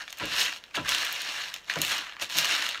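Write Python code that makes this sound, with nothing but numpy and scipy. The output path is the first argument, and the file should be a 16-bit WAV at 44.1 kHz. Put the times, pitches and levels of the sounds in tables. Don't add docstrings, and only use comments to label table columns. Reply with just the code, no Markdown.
import sys
import numpy as np
from scipy import signal
from scipy.fft import rfft, irfft
from scipy.io import wavfile
from scipy.ndimage import uniform_filter1d

SR = 44100
rng = np.random.default_rng(int(sys.argv[2]) if len(sys.argv) > 2 else 0)


def volts(x):
    e = np.asarray(x, float) / 20
    return 10 ** e


def wav_out(sig):
    wavfile.write(sys.argv[1], SR, np.round(np.clip(np.atleast_2d(sig).T, -1, 1) * 32767).astype(np.int16))


N = 123479

# [t/s, peak level/dB, length of push/s, boom f/Hz, boom level/dB]
LANDINGS = [
    (.202, -23.5, 0.034, 120.8, -22.5),
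    (0.769, -20.5, 0.026, 123, -23.5),
    (1.757, -21.5, 0.025, 155.8, -18),
    (2.214, -25, 0.0059, 160, -45),
    (2.349, -24, 0.011, 160.5, -20.5),
]
SLOW_BELOW_HZ = 505


def rms_one(x):
    return x / np.sqrt(np.mean(x ** 2) + 1e-20)


def at_hz(points, hz):
    f, db = np.array(points)[:, 0], np.array(points)[:, 1]
    return np.interp(np.log(hz), np.log(f), db)


def drift(rate):
    r = np.exp(-2 * np.pi * rate / SR)
    noise = rng.standard_normal(N + SR)
    return rms_one(signal.lfilter([1], [1, -2 * r, r * r], noise)[SR:])


def resonate(x, hz, width_hz):
    r = np.exp(-np.pi * width_hz / SR)
    feedback = [1, -2 * r * np.cos(2 * np.pi * hz / SR), r * r]
    return signal.lfilter(np.array([1, 0, -1]) * (1 - r * r) / 2, feedback, x + 1e-18)


def ring(clicks, hz, t60):
    r = volts(-60 / (t60 * SR))
    w = 2 * np.pi * hz / SR
    return signal.lfilter([0, np.sin(w)], [1, -2 * r * np.cos(w), r * r], clicks + 1e-18)


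def air():
    # [f/Hz, level/dB per Hz]
    air_colour = [(25, 15), (45, 1), (200, -0.5), (320, -1), (600, 1), (3000, -5), (6500, -18),
                  (10000, -30), (16000, -23)]
    hz = np.maximum(np.fft.rfftfreq(N, 1 / SR), 25)
    spectrum = rfft(rng.standard_normal(N)) * volts(at_hz(air_colour, hz))
    return volts(-58) * rms_one(irfft(spectrum, N))


def contacts(where, sizes, tilt_db, scatter, rattle, wander=.45, flip_every=1, rattle_db=-8.0):
    # [f/Hz, level/dB per Hz]
    bean_colour = [(210, -41), (350, -42), (398, -37), (575, -14), (2890, -1.5), (6640, -11.5),
                   (10400, -22), (12800, -17), (16000, -31)]
    # [f/Hz, width/Hz, boost/dB]
    pan_peaks = [(1114, 140, 2.5), (1670, 430, 6), (2820, 230, 5.5), (4094, 740, 6), (4780, 300, -5.5),
                 (5520, 360, 4.5), (6600, 310, 5.5), (11000, 1200, -2.5), (13800, 2000, -0.5)]
    bean_body_hz, tilt_pivot_hz = 1300, 3330
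    ring_cycles, colour_scatter_db = 10.2, 5

    late = .0016 * rattle
    late[:, 0] = 0
    is_echo = late > 0
    touches = np.minimum(np.c_[where] + (late * SR).astype(int), N - 1).ravel()
    share = volts(rattle_db * is_echo - 5.0 * rattle * is_echo)
    share = share * np.sign(np.cos(1e3 * rattle * is_echo))

    out = np.zeros(N)
    for k, hz in enumerate(np.geomspace(380, 16000, scatter.shape[1])):
        mirrored_hz = max(hz, bean_body_hz ** 2 / hz)
        lean = tilt_db * np.clip(np.log2(mirrored_hz / tilt_pivot_hz), -1, 2)
        strength = sizes * volts(lean + colour_scatter_db * scatter[:, k])
        clicks = np.bincount(touches, (np.c_[strength] * share).ravel(), N)
        sign = (-1) ** (k // flip_every)
        out += sign * volts(at_hz(bean_colour, hz)) * resonate(clicks, hz, 1.71 * hz / ring_cycles)

    for hz, width_hz, db in pan_peaks:
        swell = np.clip(0.91 + wander * drift(9), 0, 1.3)
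        out = out + (volts(db * swell) - 1) * resonate(out, hz, width_hz)
    return out


def stirring():
    # [t/s, stirring level/dB, treble of the contacts/dB re level]
    early_sweeps = [
        [(0, -40.5, -22), (.02, -42, -25), (.065, -58.5, -7), (.085, -53, -15), (.13, -53.5, -6),
         (.168, -55.5, -25)],
        [(.174, -45, -10), (.205, -39, -42), (.29, -40.5, -16.5), (.34, -33, -17.5), (.405, -27, -6),
         (.5, -38.5, -23), (.56, -47.5, -7.5), (.62, -59, -23), (.738, -60.5, -14)],
        [(.744, -36, -39), (.756, -32.5, -11), (.78, -39, -30), (.825, -48.5, -16)],
        [(.86, -38, -31), (.89, -29, -14.5), (.98, -33, -14), (1.25, -38.5, -22), (1.39, -36.5, -18),
         (1.56, -48.5, -19), (1.63, -60, -17), (1.665, -56, -17), (1.688, -42, -35)],
    ]
    later_sweeps = [
        [(1.69, -55, -2), (1.696, -36.5, -19), (1.746, -40.5, -25), (1.81, -39, -19)],
        [(1.81, -43, -11), (1.816, -31.5, 0), (1.828, -31, -20), (1.866, -33, -7.5), (1.92, -27.5, -16.5),
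         (1.998, -38, -25.5), (2.144, -53, -27), (2.19, -59, -48), (2.194, -36, -19)],
        [(2.194, -55, -28), (2.216, -29.5, -15), (2.24, -36, -10), (2.256, -47, -8), (2.288, -52.5, -28),
         (2.296, -51.5, 9)],
        [(2.296, -42, -6), (2.356, -33.5, -16), (2.38, -27.5, -3), (2.436, -33.5, -17), (2.528, -29.5, -19.5),
         (2.688, -36, -17.5), (2.774, -45.5, -29), (2.8, -47, -28)],
    ]
    contacts_per_s, rate_follows = 5000, .4
    clump_db, size_spread_db = .85, 3.9

    s, level, treble = np.concatenate(early_sweeps + later_sweeps).T
    t = np.arange(N) / SR
    level, treble = np.interp(t, s, level), np.interp(t, s, treble)
    busier_db = rate_follows * (level - level.mean())
    rate_db = busier_db + clump_db * (drift(12) + drift(60))
    chance = rng.random(N)
    size = rng.exponential(1, N)
    sign = rng.choice([-1, 1], N)
    scatter = rng.standard_normal((N, 24))
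    rattle = rng.exponential(1, (N, 4))

    where = np.flatnonzero(chance < contacts_per_s * volts(rate_db) / SR)
    big = np.minimum(size[where], 3.1)
    thin_db = -busier_db[where] / 2
    sizes = sign[where] * volts(size_spread_db * big + thin_db + level[where])
    tilt_db = 0.36 * (treble[where] + 13) - .5 * (big - 2.5)
    rustle = contacts(where, sizes, tilt_db, scatter[where], rattle[where])
    overall = np.sqrt(np.mean(volts(2 * level)))
    return volts(2.5) * overall * rms_one(rustle)


def knocks():
    # [t/s, peak level/dB, body/dB re treble]
    bean_knocks = [(0.0785, -23.5, 20), (0.1047, -25, -10), (0.1272, -20, -8.5), (0.1725, -36, -17),
                   (0.1858, -24, -26), (0.2558, -19, -12), (0.3408, -18.5, 17), (0.6388, -27, 5),
                   (0.7534, -22, -2), (0.8911, -10, -12), (0.92, -14, 21.5), (1.032, -21, 38.5),
                   (1.05, -17, -17), (1.126, -16.5, -47), (1.323, -23.5, -7), (1.479, -28, 16),
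                   (1.5404, -15.5, -10), (1.562, -22, 0), (1.698, -12, 18), (1.7119, -18.5, 10),
                   (1.7384, -17.5, -1), (1.8167, -5, -18), (1.849, -12, -14), (1.9107, -15.5, 16),
                   (1.982, -20.5, -13),
                   (0.6809, -40, 24), (0.7113, -37, 22), (1.072, -15.5, 6), (1.2182, -17.5, -22),
                    (1.382, -25, 9.5), (1.929, -20, 11), (2.0677, -23.5, 9), (2.1663, -26, 16),
                    (2.1974, -24, 10), (2.2115, -31, -11), (2.2243, -16, -13), (2.2982, -21.5, -1),
                    (2.3703, -16.5, -17), (2.3857, -6, -12), (2.4064, -31, -19), (2.4284, -16.5, -5),
                    (2.446, -11, -4), (2.4543, -13, -4), (2.5103, -14.5, 7), (2.69, -13, -6),
                   (0.0204, -34, 0), (0.0998, -29.5, -5), (0.1989, -22, 7), (0.2103, -25, 8),
                   (0.396, -11.5, -3), (0.495, -23, -0.5), (0.5221, -23.5, 0.5), (0.5264, -20, 11),
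                   (0.5616, -26.5, 13.5), (0.8616, -24, 0), (0.948, -8.5, -2.5), (0.9966, -23, 4),
                   (1.0207, -18, 12), (1.3084, -23, 0), (1.574, -33, 0), (1.644, -37, 0), (1.7578, -17, 6),
                   (1.7874, -18.5, -8), (1.8266, -23, 0), (1.88, -17, -7), (2.095, -25.5, 12),
                   (2.123, -25.5, 19), (2.3046, -27, 6), (2.3236, -23, -6), (2.5501, -11.5, 1),
                   (2.5646, -14, 1.5), (2.5726, -26, 0), (2.6234, -11, 3.5), (2.6641, -16, 3),
                   (2.7296, -29, 3), (2.7455, -18, 15), (2.7551, -21, 15), (2.776, -22.5, 2)]
    s, db, body_db = np.transpose(bean_knocks)
    count = len(s)
    scatter = .5 * rng.standard_normal((count, 24))
    rattle = rng.exponential(1.4, (count, 24))
    tilt_db = 0.47 * (-1 - body_db)
    dry_hit = dict(wander=0, flip_every=2, rattle_db=-7.5)

    apart = N // count
    alone = contacts(apart * np.arange(count), 1., tilt_db, scatter, rattle, **dry_hit)
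    peaks = np.abs(alone[:apart * count]).reshape(count, apart).max(axis=1)
    sizes = volts(db - 2.58) / peaks
    return contacts((s * SR).astype(int), sizes, tilt_db, scatter, rattle, **dry_hit)


def pushes(hz):
    start, db, length = [np.c_[column] for column in np.transpose(LANDINGS)[:3]]
    age = np.maximum(np.arange(N) / SR - start, 0)
    rise = np.minimum(age * hz / 2.44, 1)
    fade = np.exp(-age / length / (SLOW_BELOW_HZ / hz) ** 0.59)
    return np.sum(volts(db - 18.5) * rise * fade, axis=0)


def pan_floor(stir):
    # [f/Hz, level/dB, time to fall 60 dB/s]
    floor_tones = [(58, -25.5, 0.49), (87.5, -11.5, 0.063), (118, -17, 0.17), (173, -4, 0.082),
                   (224, -7.5, 0.075), (252, -15, 0.044), (306.2, -3.5, 0.095), (339.6, -6.5, 0.11),
                   (464, -1.5, 0.041), (579.6, -0.5, 0.079), (692, 2, 0.043), (868, -10, 0.036),
                   (1002.7, -1.5, 0.17), (1322, 8, 0.033)]
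    pushes_per_s, boom_rise_s, boom_t60_s = 600, 0.031, 0.17
    t = np.arange(N) / SR
    bumps = (rng.random(N) < pushes_per_s / SR) * 1.
    bumps[(np.array(LANDINGS)[:, 0] * SR).astype(int) + 90] = 1.8
    shake = volts(-45) * uniform_filter1d(np.abs(stir), size=441)

    out = np.zeros(N)
    for hz, db, t60 in floor_tones:
        force = pushes(hz) * bumps + shake * min(hz / SLOW_BELOW_HZ, 1)
        out = out + volts(db) * ring(force * rng.standard_normal(N), hz, t60)

    for s, db, length, hz, boom_db in LANDINGS:
        age = np.maximum(t - s, 0)
        rise = np.minimum(age / boom_rise_s, 1)
        fade = volts(-60 * np.maximum(age - boom_rise_s - length / 2, 0) / boom_t60_s)
        pitch = hz * (1 + 0.3 * np.exp(-age / 0.011))
        hum = volts(1.3 * drift(40)) * np.sin(2 * np.pi * np.cumsum(pitch) / SR)
        out = out + volts(db + boom_db) * rise * fade * hum
    return signal.sosfilt(signal.butter(1, [30, 1560], "band", fs=SR, output="sos"), out)


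def kitchen(x):
    room_t60_s, room_db, room_cut_hz = .16, -10, 9000
    t = np.arange(SR // 2) / SR
    tails = rng.standard_normal((8, len(t))) * volts(-60 * t / room_t60_s) * (t > .004)
    tails = signal.sosfilt(signal.butter(1, room_cut_hz, fs=SR, output="sos"), tails)
    spot = np.repeat(rng.integers(0, 8, N // 256 + 1), 256)[:N]
    wet = np.zeros(N)
    for k, tail in enumerate(tails):
        here = uniform_filter1d(1. * (spot == k), size=128)
        wet = wet + signal.fftconvolve(here * x, tail)[:N]
    return volts(room_db) * wet / np.sqrt(np.sum(tails ** 2) / len(tails))


def scene():
    stir = stirring()
    pan = stir + knocks() + pan_floor(stir)
    return (pan + kitchen(pan) + air())[None]


def roll_off(x):
    return signal.sosfilt(signal.butter(12, 15850, fs=SR, output="sos"), x)


def record(dry):
    no_rumble = signal.sosfilt(signal.butter(4, 34, "high", fs=SR, output="sos"), dry)
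    mix = signal.sosfilt(signal.cheby2(10, 50, 16750, fs=SR, output="sos"), no_rumble)
    return roll_off(mix)


dry = scene()
out = record(dry)
wav_out(out)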